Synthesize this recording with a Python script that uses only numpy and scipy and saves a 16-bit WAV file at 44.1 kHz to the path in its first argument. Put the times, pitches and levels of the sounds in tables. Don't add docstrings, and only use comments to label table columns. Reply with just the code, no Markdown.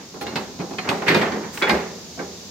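import sys
import numpy as np
from scipy import signal
from scipy.fft import rfft, irfft
from scipy.io import wavfile

SR = 44100
rng = np.random.default_rng(int(sys.argv[2]) if len(sys.argv) > 2 else 0)


def transcribe(u):
    v = np.clip(np.atleast_2d(u).T, -1, 1)
    q = np.round(v * 32767).astype(np.int16)
    wavfile.write(sys.argv[1], SR, q)


N = 110250

# f/Hz, third-octave level/dB
HISS_SPECTRUM = [(25, -84), (50, -103), (80, -57.5), (125, -75), (190, -50), (300, -62.5), (500, -57),
                 (800, -59), (1400, -63), (2200, -60), (3200, -55.5), (4300, -49), (6300, -46.5),
                 (8000, -62), (10000, -68.5), (12700, -61), (16000, -64)]
# t/s, gain/dB
HISS_ENVELOPE = [(0, -1), (.8, 1.5), (1.7, 2), (2.5, 2.7)]
# t/s, level/dB
SHUFFLE_ENVELOPE = [(0, -52.5), (.25, -43.5), (.5, -43.5), (.72, -46), (.85, -46), (1.3, -38.5),
                    (1.42, -58), (1.55, -43.5), (2.5, -53)]
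# f/Hz, third-octave gain/dB
SHUFFLE_SPECTRUM = [(25, -49), (70, -15.5), (140, -8), (300, -3.5), (800, -29), (3000, -42)]
# t/s, gain/dB
SLIDE_ENVELOPE = [(1.49, -32), (1.545, 4.5), (1.575, 0), (1.61, 4.5), (1.65, -24), (1.72, -40)]
# f/Hz, third-octave level/dB
SLIDE_SPECTRUM = [(200, -72), (1500, -48.5), (4000, -56.5), (8000, -48), (10000, -57.5), (13000, -55),
                  (16000, -47)]
# f/Hz, L-R correlation
BACKGROUND_CORRELATION = [(100, .95), (400, .8), (1000, .3), (4000, 0), (12000, 0)]

# f/Hz, gain/dB
ROOM_GAIN = [(80, -17), (200, -49), (400, -9.5), (900, -15), (2100, -12), (4300, -14), (13000, 1.5)]
# f/Hz, t60/s
ROOM_DECAY = [(80, 0.37), (250, 1), (900, 0.74), (2100, 0.5), (4300, 0.4), (13000, 0.13)]
# f/Hz, third-octave level/dB
OPENING_SPECTRUM = [(80, -78), (200, -49), (900, -50), (2100, -50), (4300, -60), (13000, -88)]

# t/s, part, level/dB in each of five registers, ring length factor, extra contact/s
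HITS = [ (0.14, "lever", -50, -36.5, -40.5, -50, -60, 2, .001),
        (0.211, "handle", -70, -28, -37.5, -35.5, -36, 1.6, .0005),
        (0.267, "handle", -46, -29.5, -33.5, -30.5, -33, 0.89, 0.0027),
        (0.320, "lever", -42, -32, -38, -40.5, -59, 1.3, 0.0022),
        (0.357, "linkage", -31.5, -29, -28.5, -25, -26, 1.22, 0.0017),
        (0.411, "lever", -50, -36, -35, -51, -47, 1.1, 0.0022),
        (0.59, "lever", -34, -26.5, -35.5, -49, -45, 1.1, 0.0017),
        (0.600, "pawl", -56, -54, -32, -36, -47.5, 0.75, 0.00087),
        (0.614, "frame", -42, -31.5, -31, -49, -42, 0.85, 0.0014),
        (0.708, "lever", -46, -29, -34.5, -45, -47, 0.72, 0.00087),
        (0.735, "lever", -37, -42, -32.5, -47, -42.5, 0.48, 0.00091),
        (0.784, "pawl", -42, -38, -30, -23, -34.5, 0.68, .0001),
        (0.845, "frame", -54, -29.5, -33, -31, -51, 1.3, .003),
        (0.873, "frame", -38, -30.5, -24, -25, -51, 1.1, 0.0047),
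        (0.889, "lever", -32, -22, -28, -18, -22.5, 0.85, 0.00026),
        (0.911, "lever", -37, -23.5, -19.5, -33, -40, 1, .002),
        (1.020, "frame", -45, -23, -26, -25, -38, 0.65, 0.0035),
        (1.064, "frame", -59, -20.5, -32, -15.5, -35, 1.8, .012),
        (1.072, "lever", -58, -34, -36, -17, -35, 0.61, .005),
        (1.081, "mount", -23, -23.5, -23.5, -13.5, -19, 1.1, 0.0022),
        (1.103, "blade", -35, -16, -29, -16.5, -30, 2.5, 0.0026),
        (1.145, "blade", -34, -16, -18, -14, -20.5, 0.7, 0.0018),
        (1.164, "frame", -26.5, -18.5, -38, -25, -30.5, 1.65, .003),
        (1.213, "mount", -51, -26.5, -22, -21.5, -31, 1.8, 0.00094),
        (1.256, "frame", -40, -41, -39, -23.5, -40, 1.3, 0.0047),
        (1.319, "mount", -29.5, -25.5, -29.5, -29.5, -36.5, 1, 0.0017),
        (1.351, "mount", -52, -24, -35, -36.5, -50, 2.1, 0.007),
        (1.430, "mount", -33, -47, -32, -34, -48, 1.5, 0.021),
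        (1.574, "frame", -57, -34, -35, -24.5, -32.5, 0.35, 0.00019),
        (1.616, "frame", -52, -27.5, -22.5, -15, -49, 0.41, 0.0043),
        (1.621, "latch", -59, -17.5, -25, -18.5, -27.5, 1.4, 0.00083),
        (1.669, "frame", -42, -22.5, -25.5, -16, -38, 1.8, 0.0063),
        (1.695, "catch", -36, -23, -22, -13, -22.5, 0.52, 0.00072),
        (1.706, "frame", -26.5, -16.5, -23.5, -34, -25, 0.96, 0.00087),
        (1.743, "frame", -61, -22, -24.5, -34, -34.5, 1.1, 0.0029),
        (2.175, "frame", -53, -29, -37, -49, -58, 0.7, 0.0034),
        (2.191, "pin", -45, -26.5, -33.5, -32, -47, 1.24, 0.0025)]
REGISTERS_HZ = [110, 350, 950, 2100, 4300]
# f/Hz, third-octave gain/dB
RING_SPECTRUM = [(30, -39), (60, -21), (120, -6), (200, -2), (300, -5), (400, -5), (600, -6.5), (950, -4),
                 (1500, -5), (2300, -4.5), (2900, -7), (4200, -2), (6000, -14), (8000, -18), (10000, -42),
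                 (12700, -21.5), (16000, -32)]
# f/Hz, t60/s
RING_DECAY = [(80, 0.19), (300, 0.23), (900, 0.26), (2100, 0.1), (4300, .12), (13000, 0.073)]
# f/Hz, rise/s
RING_RISE = [(80, 0.0021), (300, 0.0071), (900, 0.0032), (2100, 0.0011), (13000, 0.0019)]
# f/Hz, L-R correlation
RING_CORRELATION = [(100, .97), (250, .93), (500, .84), (1000, .45), (2000, .4), (4000, .12), (12000, .05)]
# f/Hz, L-R level/dB
RING_BALANCE = [(100, -1.5), (250, -2), (500, -0.3), (1000, -3), (2000, -2), (4000, -1), (12000, -0.5)]
FRAME_HZ = [172, 203, 213, 240, 270, 319, 352, 388, 414, 446, 512, 548, 676, 752, 799, 849, 920, 1030]
FRAME_DB = [-9, -8, -9.5, -16, -9, -15, -23.5, -13.5, -13, -21.5, -11.5, -21, -15, -14, -16, -10, -20,
            -22.5]
FRAME_T60_S = [0.92, 0.52, 1, 1, 0.26, 0.27, 0.42, 0.68, 0.29, 0.34, 0.25, 0.6, 0.26, 0.49, 0.85, 0.16,
               0.21, 0.61]
PART_HZ = { "handle": [810, 1395, 2180, 2788, 4170], "linkage": [915, 2083, 2585, 3962, 5141], "lever":
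           [2094, 2530, 3305, 4414, 8315, 11950], "pawl": [750, 2083, 2236, 2466, 3114, 4196], "mount":
           [1679, 1819, 1846, 2030, 2064, 2185, 2347, 3230, 3614, 4512, 12100], "blade": [416, 920, 1491,
           1631, 2444, 3703, 4850], "latch": [1410, 1566, 2133, 2266, 2497, 3384, 3499, 3854], "catch":
           [845, 1590, 2018, 2142, 2410, 3811, 4610, 8333, 9235], "pin": [797, 1187, 1564, 2204]}
PART_DB = { "handle": [1.5, -5, -9, -14, -6.5], "linkage": [-6.5, -5, -3.5, -12, -9], "lever": [-4, -1,
           -6.5, -10, -24, -19], "pawl": [2, -15, -3.5, -3, -2, -0.5], "mount": [-1, -8.5, -15, -11, -13.5,
           -4, -2, -16, -12, -5, -26], "blade": [0, -2.5, -22, -9, -9, -7, -5], "latch": [2, -3.5, -3, -3,
           -9, -2, -9.5, 0], "catch": [-2, -10.5, -6, -6, -9, 2, -6, -17, -24], "pin": [-5.5, -11, 5.5, -1]}
PART_T60_S = { "handle": [.35, 0.15, .2, 0.39, 0.35], "linkage": [0.24, 0.13, 0.14, 0.076, 0.097], "lever":
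              [0.08, 0.06, .09, 0.087, 0.27, 0.1], "pawl": [0.12, .1, 0.11, 0.081, 0.062, 0.24], "mount":
              [0.041, 0.35, 0.34, 0.42, 0.31, 0.062, .05, 0.54, .15, 0.084, .15], "blade": [0.23, 0.24, .15,
              .15, 0.21, 0.14, 0.083], "latch": [0.19, 0.13, 0.13, 0.18, .22, .22, 0.23, 0.044], "catch":
              [0.37, 0.24, 0.098, 0.15, .16, 0.061, 0.084, 0.21, .12], "pin": [.4, .25, 0.061, 0.11]}
# f/Hz, half the L-R phase gap/rad
MODE_SPREAD = [(170, .12), (400, .24), (900, .55), (2100, .63), (8000, .75)]
# t/s, length/s, level/dB
GRINDS = [(0.206, 0.034, -42), (0.891, .014, -45), (1.073, 0.031, -39), (1.537, 0.065, -47.5),
          (1.685, 0.016, -36)]

TIME = np.arange(N) / SR
LN_60DB = np.log(1000)


def from_db(db):
    return 10 ** (np.asarray(db) / 20)


def at_hz(table, hz):
    freqs, values = np.transpose(table)
    return np.interp(np.log(hz), np.log(freqs), values)


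def unit_rms(x):
    return x / np.sqrt(np.mean(x ** 2) + 1e-20)


def butter(x, hz, kind="band", order=2):
    return signal.sosfilt(signal.butter(order, hz, kind, fs=SR, output="sos"), x)


def pan(db):
    return from_db(np.array([[db], [-db]]) / 2)


def stereo(pair, correlation):
    c = np.clip(correlation, -.99, .99)
    return np.sqrt((1 + c) / 2) * pair[0] + np.sqrt((1 - c) / 2) * pair[1] * np.array([[1], [-1]])


def third_octaves():
    white = rng.standard_normal((2, 2, N + 8000))
    for k, hz in enumerate(1000 * 2 ** (np.arange(-15, 13) / 3)):
        band = butter(white[k % 2], [hz / 2 ** (1 / 6), hz * 2 ** (1 / 6)], order=3)
        yield hz, unit_rms(band[:, -N:])


def hit_gains(hz):
    return from_db([np.interp(np.log(hz), np.log(REGISTERS_HZ), hit[2:7]) for hit in HITS])


def hit_energy(hz, t60_s, rise_s):
    impulses = np.zeros(N)
    impulses[[int(hit[0] * SR) for hit in HITS]] = hit_gains(hz) ** 2
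    fall, rise = np.exp(-2 * LN_60DB / (t60_s * SR)), np.exp(-1 / (rise_s * SR))
    decaying = signal.lfilter([1], [1, -fall], impulses + 1e-18)
    return signal.lfilter([1 - rise], [1, -rise], decaying)


def background():
    envelopes = HISS_ENVELOPE, SHUFFLE_ENVELOPE, SLIDE_ENVELOPE
    spectra = HISS_SPECTRUM, SHUFFLE_SPECTRUM, SLIDE_SPECTRUM
    gains = [from_db(np.interp(TIME, *np.transpose(envelope))) for envelope in envelopes]
    out = 0
    for hz, pair in third_octaves():
        power = sum((gain * from_db(at_hz(spectrum, hz))) ** 2 for gain, spectrum in zip(gains, spectra))
        out += np.sqrt(power) * stereo(pair, at_hz(BACKGROUND_CORRELATION, hz))
    return out * pan(db=-0.5)


def room_energy(hz):
    return hit_energy(hz, at_hz(ROOM_DECAY, hz), rise_s=0.027) * from_db(at_hz(ROOM_GAIN, hz)) ** 2


def grit(snaps_per_s=7500, spread_db=3, band_hz=(2300, 17300)):
    envelope = 0
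    for start_s, length_s, db in GRINDS:
        arch = np.sin(np.pi * np.clip((TIME - start_s) / length_s, 0, 1))
        envelope += from_db(db) * np.sqrt(arch.clip(0))
    sizes = from_db(spread_db * np.minimum(rng.exponential(1, (2, N)), 4))
    signs = rng.choice([-1, 1], (2, N))
    snaps = sizes * signs * (rng.random((2, N)) < snaps_per_s / SR)
    return envelope * unit_rms(butter(snaps + 1e-18, band_hz))


def boom(start_s=1.722, hz=70, db=-23, t60_s=0.2, rise_s=0.011):
    age = np.maximum(TIME - start_s, 0)
    envelope = (1 - np.exp(-age / rise_s)) * np.exp(-LN_60DB * age / t60_s)
    return from_db(db) * envelope * np.sin(2 * np.pi * hz * age)


def cracks(gain_db=12.5, decay_s=0.0038, band_hz=(680, 3700)):
    energy = hit_energy(REGISTERS_HZ[-1], t60_s=decay_s * LN_60DB, rise_s=decay_s / 10)
    burst = np.sqrt(energy) * stereo(rng.standard_normal((2, N)), correlation=0.83)
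    return from_db(gain_db) * butter(burst, band_hz) * pan(db=-2)


def mode(hz, db, t60_s, coupling, boost_db=2.5, scatter_db=2.5):
    scatter, cycles = rng.standard_normal((len(HITS), 2)).T
    sizes = coupling * hit_gains(hz) * from_db(db + boost_db - scatter_db * scatter)
    kicks = sizes * np.exp(2j * np.pi * cycles)
    age = TIME[:2000]
    swing = np.exp(2j * np.pi * hz * age)
    rise_s = at_hz(RING_RISE, hz)
    drive = np.zeros(N + len(age), complex)
    for (start_s, *_, contact_s), kick in zip(HITS, kicks):
        if kick:
            start = int(start_s * SR)
            push = np.exp(-age / (rise_s + contact_s))
            drive[start:start + len(age)] += kick * swing * push / push.sum()
    pole = np.exp((2j * np.pi * hz - LN_60DB / t60_s) / SR)
    ring = signal.lfilter([1], [1, -pole], drive[:N] + 1e-18)
    turn = np.exp(1j * at_hz(MODE_SPREAD, hz) * rng.choice([-1, 1]))
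    return np.real([ring * turn, ring * turn.conj()]) * pan(at_hz(RING_BALANCE, hz))


def fittings(count=16, range_hz=(4300, 14050), gain_db=-5.5, t60_s=0.13, share=0.5):
    pitches_hz = np.geomspace(*range_hz, count) * rng.uniform(.97, 1.03, count)
    shaken = rng.random((len(HITS), count)) < share
    return sum(mode(hz, gain_db + at_hz(RING_SPECTRUM, hz), t60_s, struck)
               for hz, struck in zip(pitches_hz, shaken.T))


def clear_modes():
    out = sum(mode(*row, coupling=0.87) for row in zip(FRAME_HZ, FRAME_DB, FRAME_T60_S))
    for part in PART_HZ:
        struck = np.array([hit[1] == part for hit in HITS])
        out += sum(mode(*row, struck) for row in zip(PART_HZ[part], PART_DB[part], PART_T60_S[part]))
    return out


def chatter(depth_db=0.5, rate_hz=110):
    knots = np.clip(rng.standard_normal(4000), -2, 1)
    return from_db(depth_db * np.interp(TIME * rate_hz, np.arange(len(knots)), knots))


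def frame_energy(hz):
    t60_s, rise_s = at_hz(RING_DECAY, hz), at_hz(RING_RISE, hz)
    energy = np.zeros(N)
    for (start_s, *_, stretch, contact_s), gain in zip(HITS, hit_gains(hz)):
        start, ring_s = int(start_s * SR), t60_s * stretch
        age = TIME[:min(N - start, int(ring_s * SR))]
        swell = 1 - np.exp(-age / (rise_s + contact_s))
        energy[start:start + len(age)] += gain ** 2 * swell * np.exp(-2 * LN_60DB * age / ring_s)
    return energy


def dense_ring(opening_t60_s=0.43):
    out, rattle = 0, chatter()
    for hz, pair in third_octaves():
        energy = frame_energy(hz) * rattle ** 2 + room_energy(hz)
        opening = from_db(at_hz(OPENING_SPECTRUM, hz)) * np.exp(-LN_60DB * TIME / opening_t60_s)
        envelope = np.sqrt(energy * from_db(at_hz(RING_SPECTRUM, hz)) ** 2 + opening ** 2)
        out += envelope * stereo(pair, at_hz(RING_CORRELATION, hz)) * pan(at_hz(RING_BALANCE, hz))
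    return out


def scene(low_cut_hz=50, left_lag_s=25e-6):
    steel = dense_ring() + clear_modes() + fittings() + cracks() + grit() + boom()
    left, right = butter(steel, low_cut_hz, "high")
    delay = np.exp(-2j * np.pi * np.fft.rfftfreq(N, 1 / SR) * left_lag_s)
    left = irfft(rfft(left) * delay, N)
    return np.array([left, right]) + background()


def record(dry):
    cutoff_hz = 15850
    rounded = 1.172 * np.tanh(dry / 1.226)
    return signal.sosfilt(signal.ellip(12, .1, 80, cutoff_hz, fs=SR, output="sos"), rounded)


dry = scene()
out = record(dry)
transcribe(out)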